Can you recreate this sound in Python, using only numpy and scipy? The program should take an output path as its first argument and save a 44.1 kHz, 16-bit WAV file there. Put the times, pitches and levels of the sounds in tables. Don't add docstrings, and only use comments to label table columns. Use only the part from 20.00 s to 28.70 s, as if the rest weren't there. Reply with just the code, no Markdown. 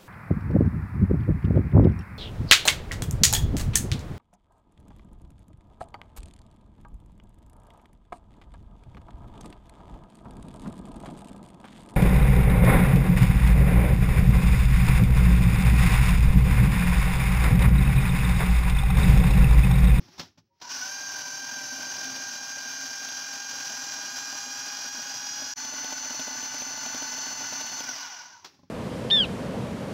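import sys
import numpy as np
from scipy.fft import rfft, irfft, next_fast_len
from scipy.io import wavfile
from scipy.ndimage import map_coordinates

SR = 44100
rng = np.random.default_rng(int(sys.argv[2]) if len(sys.argv) > 2 else 0)


def unload_audio(sound):
    columns = np.transpose(np.atleast_2d(sound))
    steps = np.round(np.clip(columns, -1, 1) * 32767)
    wavfile.write(sys.argv[1], SR, steps.astype(np.int16))


N = 383669
TIME = np.arange(N) / SR
ON_S, DROP_S, BACK_S, OFF_S = .56, 5.538, 5.558, 7.812


def amp(db):
    return 10 ** (np.asarray(db) / 20)


def unit(x):
    return x / np.sqrt(np.mean(x ** 2) + 1e-20)


def colour(spectrum, hz):
    freqs, db = np.transpose(spectrum)
    return amp(np.interp(np.log(hz + 1), np.log(freqs + 1), db))


def curves(rows):
    times, *columns = np.transpose(rows)
    return [np.interp(TIME, times, column) for column in columns]


def wobble(rate, step=1):
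    points = rng.standard_normal(int(N * rate / SR) + 4)
    return map_coordinates(points, [np.arange(0, N, step) * rate / SR], order=2)


def filtered(x, response):
    size = next_fast_len(len(x) + 8192)
    return irfft(rfft(x, size) * response(np.fft.rfftfreq(size, 1 / SR)), size)[:len(x)]


def noise(spectrum, size):
    return unit(filtered(rng.standard_normal(size), lambda hz: colour(spectrum, hz)))


def blow(modes, t):
    return sum(amp(db + rng.normal(0, 1.6) - 60 * t / fade_s)
               * np.sin(2 * np.pi * hz * rng.normal(1, 0.037) * t) for hz, db, fade_s in modes)


# t/s, hiss level/dB, rumble level/dB
HANDLING = [(0, -60, -48), (.108, -58, -69), (.19, -56.5, -64), (.268, -61, -60), (.338, -80, -74),
            (.424, -83.5, -75), (.52, -86, -81), (.6, -73, -84), (8.4, -66.5, -70), (8.51, -62, -70),
            (8.574, -68.5, -67), (8.7, -76.5, -70)]
# f/Hz, level/dB
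PALM_HISS = [(240, -32), (400, -15), (459, -31), (837, -18), (904, -22), (3840, -25.5), (5640, -18),
             (8280, -47), (15800, -41)]
BASE_RUMBLE = [(15, -58), (25, -35), (85, -0.5), (226, -5), (339, -7), (700, -36), (910, -66), (1540, -120)]
# start t/s, end t/s, f/Hz, level/dB
KNOB_CREAKS = [(.47, .58, 553, -79), (0.499, .6, 945, -71)]
def hands():
    hiss_db, rumble_db = curves(HANDLING)
    out = amp(hiss_db + 1.4 * wobble(30)) * noise(PALM_HISS, N)
    out += amp(rumble_db + 3.9 * wobble(20)) * noise(BASE_RUMBLE, N)
    for start, end, hz, db in KNOB_CREAKS:
        swell = np.sin(np.pi * np.clip((TIME - start) / (end - start), 0, 1))
        out += swell * amp(db + 3.3 * wobble(40.8)) * np.sin(2 * np.pi * hz * TIME + wobble(30))
    return out


# t/s, level/dB, thud offset/dB, rise/s, time for the clatter to fade 60 dB/s
KNOCK_HITS = [(.002, -56.5, 7, .002, .15), (.08, -46.5, -1.5, .003, .087), (.178, -32, -9, 0.0082, .19),
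              (.194, -22, -12.5, .0016, 0.077), (.208, -31, -12, .003, .1), (.224, -39.5, -2.5, .003, 0.21),
              (.374, -39.5, -3.5, 0.013, 0.082), (.6, -46.5, -27, .002, .06), (.614, -34, -18, .002, 0.13),
              (8.361, -48, -22, .003, .073), (8.445, -31.5, -26, 0.00094, .14), (8.54, -52, -8, .003, .11),
              (8.59, -58, 4, .002, .088), (8.632, -59, 9, 0.0011, .082)]
# f/Hz, level/dB
CLATTER = [(180, -31), (300, -1.5), (592, -11.5), (699, -6), (1310, -6), (2020, -9), (2200, -10.5),
           (5740, -3.5), (8990, -34.5), (15800, -27)]
# f/Hz, level/dB, time to fade 60 dB/s
THUD_TONES = [(99, -10.5, 0.19), (172, -2, 0.1), (258, -0.5, 0.069), (557, -4, 0.052), (840, -8, 0.073),
              (1000, -5, 0.042)]
def knocks():
    out, t = np.zeros(N + SR), np.arange(SR // 4) / SR
    for start, db, thud_db, rise_s, fade_s in KNOCK_HITS:
        onset = 1 - np.exp(-t / rise_s)
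        clatter = amp(-7 - 60 * t / fade_s) * noise(CLATTER, len(t))
        thud = amp(thud_db) * blow(THUD_TONES, t)
        out[round(start * SR):][:len(t)] += amp(db) * onset * (clatter + thud)
    return out[:N]


SWEEP_HZ, THICK_HZ, MIXED_HZ, THIN_HZ, FAST_HZ = 760, 792, 809, 826, 878
# t/s, f/Hz
WORKING_RATE = [(.98, 800), (1.27, 781), (1.49, 795), (1.67, 783), (1.93, 793.5), (2.41, 799.4),
                (2.81, 793.3), (3.21, 802.4), (3.49, 802), (4.6, 813), (5.13, 819.3), (5.53, 833),
                (5.56, 874.8), (7.05, 876.6), (7.15, 881.5), (7.81, 882.3)]
def tooth_rate(run_up_s=.137, coast_s=.365):
    working, = curves(WORKING_RATE)
    run_up = 1 - np.exp(-(np.clip(TIME - ON_S, 1e-4, None) / run_up_s) ** 1.5)
    coast = np.exp(-(np.clip(TIME - OFF_S, 0, None) / coast_s) ** 1.2)
    return working * run_up * coast


# t/s, level/dB, bass boost/dB, boost of the base's ring/dB
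WORK_LEVELS = [(.8, -37, -2.5, 7.5), (1.3, -38.5, 2.5, 10), (1.7, -37.5, 3, 6), (2.15, -37, 7.5, 2),
               (2.35, -38.5, -0.5, 5), (2.9, -37.5, -0.5, 2), (4, -36.5, -0.5, 5.5),
               (5.53, -37.5, -1.5, 3.5), (5.6, -37.5, -5.5, -3), (7.2, -36.5, -4, 0), (7.8, -37, -4, 1)]
def motor_levels(rate, grip_s=0.674, grip_rise_s=0.042):
    work_db, bass_db, ring_db = curves(WORK_LEVELS)
    idle = np.clip(1 - (TIME - grip_s) / grip_rise_s, 0, 1)
    surge = np.exp(-np.abs(TIME - grip_s - grip_rise_s) / 0.025)
    slowness = np.clip(1 - rate / SWEEP_HZ, 0, 1)
    settled = np.clip((TIME - OFF_S - 0.13) / 0.036, 0, 1)
    slowing = np.log(np.clip(rate / FAST_HZ, .05, 1)) ** 2 * (TIME > OFF_S)
    return (work_db - 9 * idle + 3.5 * surge - 6 * slowing,
            np.where(TIME < BACK_S, -1.3, 3) - 11 * slowness,
            bass_db + 6 * idle - 12 * settled,
            ring_db + 16 * idle + 25 * slowness ** 2 * settled)


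def flutter(hz=43):
    return np.sin(2 * np.pi * hz * TIME + 1.7 * wobble(4))


# f/Hz, width/Hz, boost/dB
RESONANCES = [(144, 61, 6.5), (262.4, 28, 13), (420, 25, 2.5), (990, 56, 0.5), (1498, 66, 6), (1454, 50, 3),
              (1295, 123, -3), (765, 44, 2), (1118, 47, 2.5), (12500, 90, 7), (1967, 150, 4.5),
              (2400, 72, 3), (462, 27, -27), (3800, 150, -1), (5210, 170, -3), (6840, 160, -3),
              (7520, 420, -3.5), (2900, 99, 5.5), (4940, 140, 2), (5940, 230, 2.5)]
def housing(hz):
    return 1 + sum((amp(db) - 1) / np.sqrt(1 + (2 * (hz - centre) / width) ** 4)
                   for centre, width, db in RESONANCES)


# f/Hz, level/dB
ROAR_SLOW = [(24, -70), (40, -37), (117, -16), (198, -19.5), (255, -13.5), (464, -15.5), (785, -6),
             (1260, -8), (1580, 0), (1980, -13.5), (2360, -8.5), (3800, -8), (5810, 5), (8890, -23.5),
             (15800, -20)]
ROAR_FAST = [(24, -61), (40, -47), (120, -10.5), (193, -17), (261, -5.5), (453, -14), (868, -2), (1260, -7),
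             (1500, -0.5), (1880, -12.5), (2030, -9), (3800, -10.5), (5960, 2.5), (8890, -31.5),
             (15800, -25)]
def roar(treble_db, bass_db, ring_db, ring_hz=972, ring_width_hz=80):
    unevenness = amp(0.38 * wobble(9) + 1.1 * wobble(45)) * (1 + .12 * flutter())
    rush = unevenness * rng.standard_normal(N)
    slow = unit(filtered(rush, lambda hz: colour(ROAR_SLOW, hz) * housing(hz)))
    fast = unit(filtered(rush, lambda hz: colour(ROAR_FAST, hz) * housing(hz)))
    body = np.where(TIME < BACK_S, slow, fast)
    bass = filtered(body, lambda hz: 1 / (1 + (hz / 600) ** 4))
    treble = filtered(body, lambda hz: 1 / (1 + (7800 / (hz + 1)) ** 16))
    ring = filtered(body, lambda hz: 1 / (1 + (2 * (hz - ring_hz) / ring_width_hz) ** 2))
    return body + (amp(bass_db) - 1) * bass + (amp(treble_db) - 1) * treble + (amp(ring_db) - 1) * ring


MAIN_TONES = [(-10.5, -21, -16.5, -17, -16), (-10.5, -4.5, -10.5, -13.5, -20),
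              (-11.5, -20.5, -16.5, -21.5, -36), (-19, -23, -19.5, -17, -23.5), (-12, -22, -17, -22, -9.5),
              (-15, -12.5, -13, -6, -23), (-11, -14, -11.5, -5.5, -2), (-4.5, -6.5, -12, -10, -12.5),
              (-7, -21, -15.5, -25, -33)]
# multiple of the tooth rate, that rate f/Hz, level/dB
FAINT_TONES = [(11, 790, -36), (11, 820, -36), (9.3, 785, -29), (10, 822, -31), (10, 878, -46),
               (14, 790, -37), (18, 788, -36), (11, 878, -40), (12, 757, -7.5), (12, 878, -34),
               (13, 812, -28), (16, 812, -36), (16, 784, -24), (16, 830, -30), (16, 878, -36),
               (17, 812, -34), (18, 815, -32), (4 / 3, 878, -22.5), (1.52, 812, -20), (2.295, 878, -18.5),
               (3.06, 792, -22), (3.06, 878, -22), (10 / 3, 878, -20.5), (19 / 3, 878, -30),
               (22 / 3, 878, -32), (37 / 3, 796, -39), (.75, 770, -11), (35 / 3, 878, -42),
               (49 / 3, 878, -38)]
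def gear_tones(rate, fall_db_per_hz=0.7):
    for multiple, db in enumerate(MAIN_TONES, start=1):
        yield multiple, np.interp(rate, [SWEEP_HZ, THICK_HZ, MIXED_HZ, THIN_HZ, FAST_HZ], db)
    for multiple, loudest_hz, db in FAINT_TONES:
        yield multiple, db - fall_db_per_hz * np.abs(np.clip(rate, SWEEP_HZ, FAST_HZ) - loudest_hz)


def whine(rate, teeth=24, lowest_hz=516, step=64):
    load = np.interp(rate, [825, 870], [1, .4])
    slack = np.clip(1 - rate / 770, 0, 1)
    phase = 2 * np.pi * np.cumsum(rate + 0.94 * load * wobble(35) + 8 * slack * wobble(90)) / SR
    times, coarse_rate, slack, load = TIME[::step], rate[::step], slack[::step], load[::step]
    sweeping = np.clip((785 - coarse_rate) / 25, 0, 1)
    tones = 0
    for multiple, db in gear_tones(coarse_rate):
        hz = multiple * coarse_rate
        low_cut = 1 + (lowest_hz / hz) ** 6
        flare = (colour(ROAR_FAST, hz) * housing(hz) ** 1.6 / low_cut / 1.3) ** sweeping
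        waver_db = .7 * multiple ** 0.35 * wobble(18, step)
        rasp_db = 1.1 * load * wobble(80, step)
        strain_db = -95 / multiple * slack * (times < OFF_S)
        throb = 1 + 0.18 * np.sin(phase[::step] / teeth + multiple)
        level = flare * throb * amp(db - 1.25 * multiple * slack + strain_db + waver_db + rasp_db)
        tone = np.sqrt(2) * np.sin(multiple * phase + rng.uniform(0, 2 * np.pi))
        tones += np.interp(TIME, times, level) * tone
    shake = 1 + 0.27 * np.clip((THIN_HZ - rate) / 30, 0.2, 1) * flutter()
    unload_db = np.interp(TIME - OFF_S, [0, .01, .05, .07], [0.5, -14, -8, 2.2])
    return tones * shake * amp(unload_db)


def motor():
    rate = tooth_rate()
    level_db, treble_db, bass_db, ring_db = motor_levels(rate)
    running = np.clip((TIME - .612) / 0.0047, 0, 1) * np.clip((8.5 - TIME) / 0.048, 0, 1)
    return running * amp(level_db) * (roar(treble_db, bass_db, ring_db) + whine(rate))


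# t/s, level/dB, splash offset/dB
SEED_HITS = [(1.609, -42, -3), (1.722, -39, 0), (1.793, -37, -1), (1.978, -44, -4), (2.043, -46, 16),
             (2.16, -37, 4), (2.353, -39.5, 5), (2.498, -49, 10), (2.657, -40, -3), (3.013, -42, 1),
             (3.086, -40.5, 11), (3.495, -46, 13), (3.536, -44, -1), (3.698, -37, 6), (4.031, -44, -3),
             (4.349, -44, -3), (4.672, -43, -3), (4.982, -39, -2), (5.138, -42, -2), (5.417, -40, -3),
             (5.648, -39.5, 8), (5.736, -36, 0), (5.796, -44, 0), (5.843, -33.5, 4.5), (5.924, -32.5, 1),
             (6.058, -38.5, -4), (6.105, -34, 0), (6.143, -37, 0), (6.194, -31, 0), (6.276, -33, 0.5),
             (6.35, -40, -1), (6.427, -35, -2), (6.542, -35.5, 2), (6.618, -32, 3), (6.664, -39, -5),
             (6.705, -40, 4), (6.775, -37, 2), (6.861, -32.5, 0.5), (6.945, -31.5, -1), (7.021, -31.5, 0),
             (7.131, -40, 1), (7.18, -33.5, -1), (7.267, -38, 0), (7.406, -36.5, 0), (7.524, -33.5, 0),
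             (7.611, -33.5, 3), (7.665, -44, 13), (7.717, -38.5, 0), (7.804, -33.5, 3), (7.89, -40, 4)]
# f/Hz, level/dB, time to fade 60 dB/s
BOWL_TONES = [(123, -13, 0.037), (264.7, 2, 0.07), (614, 5, 0.038), (763, 5.5, 0.03), (883, 3.5, 0.033),
              (505, 1.5, 0.024), (1470, -12, 0.033), (2959, -5, .02)]
# f/Hz, level/dB
SPLASH_COLOUR = [(1500, -10), (3000, 4.5), (6000, -3), (8800, -17.5), (11000, -11), (15800, -15)]
def seeds(thick_rise_s=0.0026, thin_rise_s=0.0014):
    out, t = np.zeros(N + SR), np.arange(SR // 8) / SR
    small_hits = [(1 + 6.8 * when ** 1.05, -49 + 8.5 * size, -14 + 7 * size)
                  for when, size in rng.random((160, 2))]
    for start, db, splash_db in list(SEED_HITS) + small_hits:
        splash_shape = amp(splash_db + 2.5 - 60 * t / 0.03) * (1 - np.exp(-t / 0.00094))
        splash = splash_shape * noise(SPLASH_COLOUR, len(t))
        rise_s = thick_rise_s if start < BACK_S else thin_rise_s
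        boom = blow(BOWL_TONES, t) * (1 - np.exp(-t / rise_s))
        out[round(start * SR):][:len(t)] += amp(db - 4.2) * (boom + splash)
    return out[:N]


def scene():
    cut = (DROP_S - TIME) / 0.00062
    fade_in = np.clip((TIME - BACK_S) / 0.023, 0, 1) ** 0.85
    dropout = np.clip(np.maximum(cut, fade_in), amp(-41.5), 1)
    return (dropout * (motor() + seeds() + knocks() + hands()))[None]


def record(dry):
    bass_hz, top_hz = 45, 15740
    return filtered(dry[0], lambda hz: (hz < top_hz) / (1 + (bass_hz / (hz + 1)) ** 4))[None]


dry = scene()
out = record(dry)
unload_audio(out)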